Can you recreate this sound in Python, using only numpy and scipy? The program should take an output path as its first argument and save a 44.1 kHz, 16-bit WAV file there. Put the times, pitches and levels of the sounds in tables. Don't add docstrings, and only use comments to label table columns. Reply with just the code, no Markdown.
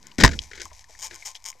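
import sys
import numpy as np
from scipy import signal
from scipy.fft import rfft, irfft
from scipy.io import wavfile
from scipy.ndimage import uniform_filter1d

SR = 44100
rng = np.random.default_rng(int(sys.argv[2]) if len(sys.argv) > 2 else 0)


def output_pcm(signal):
    pcm = np.clip(np.atleast_2d(signal).T, -1, 1) * 32767
    wavfile.write(sys.argv[1], SR, np.round(pcm).astype(np.int16))


N = 70560
T = np.arange(N) / SR

# (frequency [Hz], gain [dB])
SEA_EQ = [(180, -25.5), (400, -25), (650, -8.5), (1000, 9), (1400, -11.5), (2100, 2), (2700, -9.5),
          (5500, -4.5), (7200, -8), (10000, -17), (12500, -11), (16000, -39)]
# (frequency [Hz], level [dB], decay [s])
HOUSING_MODES = [(892, -37.5, 0.008), (1048, -36, 0.014), (6780, -33, 0.0011), (8340, -35, 0.0016)]
# (frequency [Hz], relative level [dB], decay [s])
POLE_MODES = [(668.3, -38, 0.016), (914, -51.5, 0.014), (1627, -48, 0.01), (1840, -56, 0.0063),
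              (2220, -44, 0.0074), (4000, -43.5, .006), (5100, -46.5, 0.0044)]
# (frequency [Hz], left minus right [dB])
BALANCE = [(60, -5.5), (110, -8), (200, 4.5), (380, 9), (700, 11), (1290, 6.5), (2380, 6.5), (4400, 6),
           (8120, 5.5), (15000, 2)]
# (time [s], level [dB], pitch [Hz], decay [s])
PLOPS_AND_PINGS = [(0.119, -50.5, 1096, 0.0057), (.291, -24, 1815, 0.0039), (.513, -35, 2014, 0.0024),
                   (.533, -34, 2230, 0.0025), (.595, -46.5, 381, 0.028), (0.655, -33, 1152, 0.0055),
                   (.663, -42.5, 984, 0.0042), (.707, -44, 2170, 0.0037), (.714, -44.5, 1075, 0.0069),
                   (.716, -51, 675, 0.0081), (.8419, -40.5, 2000, 0.0024), (.895, -48.5, 710, .009),
                   (.95, -37, 2050, 0.0019), (1.11, -48, 374, 0.026), (1.224, -34.5, 2345, 0.0046),
                   (1.528, -41.5, 2346, 0.0025), (1.552, -58, 560, 0.015)]
# (time [s], level [dB])
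CRACKS = [(.029, -29), (.3215, -22), (.4195, -20.5), (.428, -38), (.4372, -24), (.5995, -21.5),
          (.6055, -18.5), (.618, -12.5), (.7315, -30.5), (.7935, -27.5), (.821, -38), (.8424, -31)]
# (frequency [Hz], gain [dB])
CRACK_EQ = [(500, -23.5), (2200, -3.5), (6500, 6), (9500, -18), (16000, -28)]
# (time [s], level [dB], pitch [Hz])
SNAPS = [(.116, -31.5, 2920), (.3903, -9, 3274), (1.3524, -24, 3230), (1.356, -33, 3220),
         (1.363, -33.5, 3400), (1.367, -33, 3600), (1.372, -37, 3460)]
# (multiple of the pitch, relative level [dB], decay [s])
SNAP_MODES = [(1.001, -3, 0.0012), (1.19, -9.5, 0.0012), (1.41, -14, .002), (1.61, -13, .002)]
# (time [s], relative level [dB], hold [s], decay [s])
RUSTLES = [(.183, -31.5, 0.0014, 0.014), (.202, -32.5, 0.0069, 0.0026), (.284, -48.5, 0.078, 0.061),
           (.415, -51, 0.0083, 0.067), (.553, -48.5, 0.0051, 0.016), (.615, -40.5, 0.0067, 0.033),
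           (.73, -53, 0.09, 0.0061), (.885, -54, 0.2, 0.014), (.988, -57, 0.042, 0.011),
           (1.019, -42.5, 0.048, 0.012), (1.1, -50.5, 0.22, 0.017), (1.252, -41, 0.029, 0.012),
           (1.347, -44.5, 0.017, 0.0058), (1.452, -39, 0.019, 0.01)]
# (frequency [Hz], gain [dB])
GRIT_EQ = [(200, -29), (500, -6.5), (950, -6), (1350, -14), (2100, 4), (2800, -6.5), (4200, -3),
           (5500, 3.5), (7000, 1.5), (9500, -11), (12500, -13), (16000, -33.5)]
# (time [s], relative level [dB], hold [s], decay [s])
RUBS = [(.035, -57, 0.058, 0.041), (.1825, -28, 0.0059, 0.014), (.2, -22.5, 0.02, .006),
        (.221, -27, 0.0033, 0.0028), (.265, -26.5, 0.0073, 0.011), (.291, -29, 0.0012, 0.0017),
        (.312, -34.5, 0.0088, .004), (.331, -35.5, .008, 0.0061), (.513, -37, 0.0023, 0.0059),
        (.533, -38.5, 0.0028, 0.0056), (.548, -41.5, 0.0017, 0.02), (.575, -43.5, 0.0088, 0.0093),
        (.599, -40.5, 0.022, 0.012), (1.11, -35.5, 0.00088, 0.0053), (1.128, -46.5, 0.011, 0.014),
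        (1.16, -51, 0.0041, 0.0097)]
# (frequency [Hz], gain [dB])
RUB_EQ = [(150, -20), (380, 1), (520, -3.5), (700, -28), (1150, -15.5), (1450, 3), (2200, 5.5),
          (2600, -6.5), (4200, -3.5), (7000, -9), (9000, -27), (13000, -40), (16000, -45.5)]
# (time [s], relative level [dB])
TICKS = [(.0695, -21), (.6545, -19), (.991, -24), (.997, -24), (1.0023, -28), (1.008, -22), (1.0123, -25),
         (1.0644, -18), (1.0707, -17), (1.0805, -25), (1.1444, -22), (1.1527, -22), (1.1596, -21),
         (1.2814, -19), (1.2882, -23), (1.2908, -22), (1.2957, -26), (1.3033, -24), (1.3064, -27),
         (1.3155, -26), (1.4419, -22), (1.4529, -21), (1.4564, -19), (1.4619, -12), (1.4673, -17),
         (1.5174, -27)]
# (start [s], end [s], first rate [ticks/s], last rate [ticks/s], relative level [dB])
RUNS = [(1.0211, 1.059, 325, 500, -14), (1.2518, 1.2765, 410, 455, -14), (1.4742, 1.51, 310, 225, -16)]
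# (frequency [Hz], gain [dB])
TICK_EQ = [(200, -55), (600, -29.5), (900, -32), (1350, -22), (2200, -3), (2650, -16.5), (3100, -2.5),
           (4400, -18.5), (5100, 4), (5700, 1.5), (6100, -2.5), (6600, 6.5), (7200, 4.5), (7750, -13.5),
           (8300, -1), (9200, -9.5), (11000, -22.5), (12100, -5), (13200, -18), (16000, -23)]
# (time [s], level [dB])
TUGS = [(0.249, -21), (0.628, -48.5), (1.11, -54)]
# (time [s], rumble level [dB], churn level [dB])
SURGE = [(0, -65, -62), (.1, -68, -61.5), (0.179, -70, -70.5), (.187, -35.5, -22), (0.204, -27.5, -27),
         (0.23, -26, -24), (.24, -16, -8.5), (.256, -18, -23), (.275, -23, -31.5), (.305, -39, -38.5),
         (.37, -38, -47), (.47, -59, -72), (.645, -55, -63), (.72, -59.5, -83), (.95, -61.5, -77),
         (1.13, -60.5, -70.5), (1.22, -63, -85), (1.6, -70.5, -79)]
# (frequency [Hz], gain [dB])
RUMBLE_EQ = [(12, -9), (27, 1), (60, 0), (85, -2), (125, -14), (300, -45), (3000, -110)]
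# (frequency [Hz], gain [dB])
CHURN_EQ = [(60, -19.5), (140, 2), (260, 0), (400, -8), (560, -13.5), (800, -26), (3000, -42),
            (16000, -100)]
# (frequency [Hz], level [dB], decay [s])
THUMP_MODES = [(48, 7.5, 0.011), (121.5, -8.5, 0.011), (205, -7, 0.0065)]
# (time [s], relative level [dB], hold [s], decay [s])
KNOCKS = [(.2102, -19, 0.0019, 0.0022), (.2352, -17.5, 0.0011, 0.00089), (.2368, -5, 0.0023, 0.0026),
          (.2468, -5, 0.0017, 0.0027), (.2535, -18, 0.0021, 0.0016), (.2612, -11.5, 0.00055, 0.0011),
          (.276, -28, 0.00057, 0.00089), (.278, -21, 0.0011, .0018)]
# (frequency [Hz], gain [dB])
KNOCK_EQ = [(180, -41), (300, -4), (762, -12), (1030, 0.5), (1410, -11.5), (1580, -4), (1900, 1.5),
            (2740, -12), (4520, -9), (5160, -6), (5610, -9.5), (8090, -17), (8940, -37), (11500, -24),
            (16000, -53.5)]


def amp(db):
    return 10 ** (np.asarray(db) / 20)


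def unit(x):
    return x / np.sqrt(np.mean(x ** 2))


def curve(points, size):
    hz, db = np.array(points, float).T
    return np.interp(np.log(np.fft.rfftfreq(size, 1 / SR) + 1), np.log(hz), db)


def through(x, response):
    return signal.fftconvolve(x, response)[:N]


def eq(x, points, size=8192):
    cepstrum = irfft(np.log(amp(curve(points, size))))[:size // 2]
    cepstrum[1:] *= 2
    response = irfft(np.exp(rfft(cepstrum, size)))
    return through(x, response / np.linalg.norm(response))


def pulses(rows):
    out = np.zeros(N)
    for at, db in rows:
        out[int(at * SR)] += amp(db)
    return out


def ring(at, hz, db, decay, sag=0, attack_cycles=.67):
    age = np.clip(T - at, 0, 10 * decay)
    fade = np.exp(-age / decay)
    attack = 1 - np.exp(-(age * hz / attack_cycles) ** 2)
    cycles = hz * (age - sag * (age - decay * (1 - fade)))
    return amp(db) * attack * fade * (age < 10 * decay) * np.sin(2 * np.pi * cycles)


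def struck(modes, at=0):
    return sum(ring(at, hz, db, decay) for hz, db, decay in modes)


def grit(per_s, spread_db):
    size = amp(spread_db * np.minimum(rng.exponential(size=N), 3))
    return unit((rng.random(N) < per_s / SR) * size * rng.choice([-1, 1], N))


def bursts(rows, tone, per_s, spread_db, attack_s=.00024):
    envelope = np.zeros(N)
    for at, db, hold, decay in rows:
        attack = np.clip((T - at) / attack_s, 0, 1)
        envelope += amp(db) * attack * np.exp(-np.maximum(T - at - hold, 0) / decay)
    return eq(envelope * grit(per_s, spread_db), tone)


def seabed():
    wash = amp(-65) * eq(rng.standard_normal(N), SEA_EQ)
    crackle = amp(-68) * eq(grit(per_s=200, spread_db=4.5), GRIT_EQ)
    return wash + crackle


def housing_echoes(x, echo_s=.001285, echo_db=-15.5, tail_s=.0068, tail_db=-17.5, width_db=-30):
    size = 2048
    envelope = np.exp(-T[:size] / tail_s) * (1 - np.exp(-T[:size] / echo_s))
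    tails = rng.standard_normal((3, size)) * envelope
    shared, left, right = tails / np.linalg.norm(tails, axis=1, keepdims=True)
    centre = pulses([(0, 0), (echo_s, echo_db)])[:size] + amp(tail_db) * shared
    return np.array([through(x, centre + amp(width_db) * side) for side in (left, right)])


def housing_ring(x):
    return through(x, struck(HOUSING_MODES))


def pole(push):
    return push + amp(-5) * through(push, struck(POLE_MODES))


def plops_and_pings(roughness=.55, flutter_s=.0018):
    flutter = unit(uniform_filter1d(rng.standard_normal(N), int(flutter_s * SR)))
    tones = sum(ring(at, hz, db, decay, sag=.15) for at, db, hz, decay in PLOPS_AND_PINGS)
    return (1 + roughness * flutter) * tones


def cracks():
    return eq(pulses(CRACKS), CRACK_EQ)


def snaps(low_cut_hz=2280):
    rings = sum(ring(at, hz * multiple, db + partial_db, decay)
                for at, db, hz in SNAPS for multiple, partial_db, decay in SNAP_MODES)
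    return signal.sosfilt(signal.butter(3, low_cut_hz, "high", fs=SR, output="sos"), rings)


def rustles():
    grains = amp(-3.5) * bursts(RUSTLES, GRIT_EQ, per_s=2600, spread_db=5)
    return grains + housing_ring(grains)


def rubs():
    return amp(-3.5) * bursts(RUBS, RUB_EQ, per_s=5000, spread_db=2)


def ratchet(edge_db=-6, weak_db=-5, scatter_db=2.2, jitter=.06):
    ticks = list(TICKS)
    for start, end, first_rate, last_rate, db in RUNS:
        at = start
        for k, (late, loud) in enumerate(rng.standard_normal((64, 2))):
            if at >= end:
                break
            progress = (at - start) / (end - start)
            swell_db = edge_db * (1 - np.sin(np.pi * progress))
            accent_db = weak_db * (k % 2) + scatter_db * loud
            ticks.append((at, db + swell_db + accent_db))
            at += (1 + jitter * late) / (first_rate + (last_rate - first_rate) * progress)
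    train = amp(.5) * pulses(ticks)
    return eq(train, TICK_EQ) + housing_ring(train)


def booms():
    return sum(ring(at, hz=95, db=db, decay=.06, sag=.3) for at, db in TUGS)


def surge(thump_s=.2315):
    times, rumble_db, churn_db = np.array(SURGE).T
    rumble = amp(np.interp(T, times, rumble_db)) * eq(rng.standard_normal(N), RUMBLE_EQ)
    churn = amp(np.interp(T, times, churn_db)) * eq(rng.standard_normal(N), CHURN_EQ)
    return rumble + churn - struck(THUMP_MODES, at=thump_s)


def knocks():
    return amp(1) * bursts(KNOCKS, KNOCK_EQ, per_s=12000, spread_db=1)


def scene():
    gear = pole(knocks() + rubs()) + rustles() + cracks() + ratchet() + snaps()
    mix = housing_echoes(gear + seabed()) + plops_and_pings() + surge() + booms()
    lean_db = curve(BALANCE, 2 * N) * np.array([[1], [-1]]) / 2
    return irfft(rfft(mix, 2 * N) * amp(lean_db))[:, :N]


def record(dry, drive_db=1.5, dc_offset=.0019, dull_hz=13160, high_cut_hz=15800):
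    clipped = np.clip(dry * amp(drive_db) + dc_offset, -1, 1)
    dulled = signal.sosfilt(signal.butter(2, dull_hz, fs=SR, output="sos"), clipped)
    return signal.sosfilt(signal.ellip(8, .2, 70, high_cut_hz, fs=SR, output="sos"), dulled)


dry = scene()
out = record(dry)
output_pcm(out)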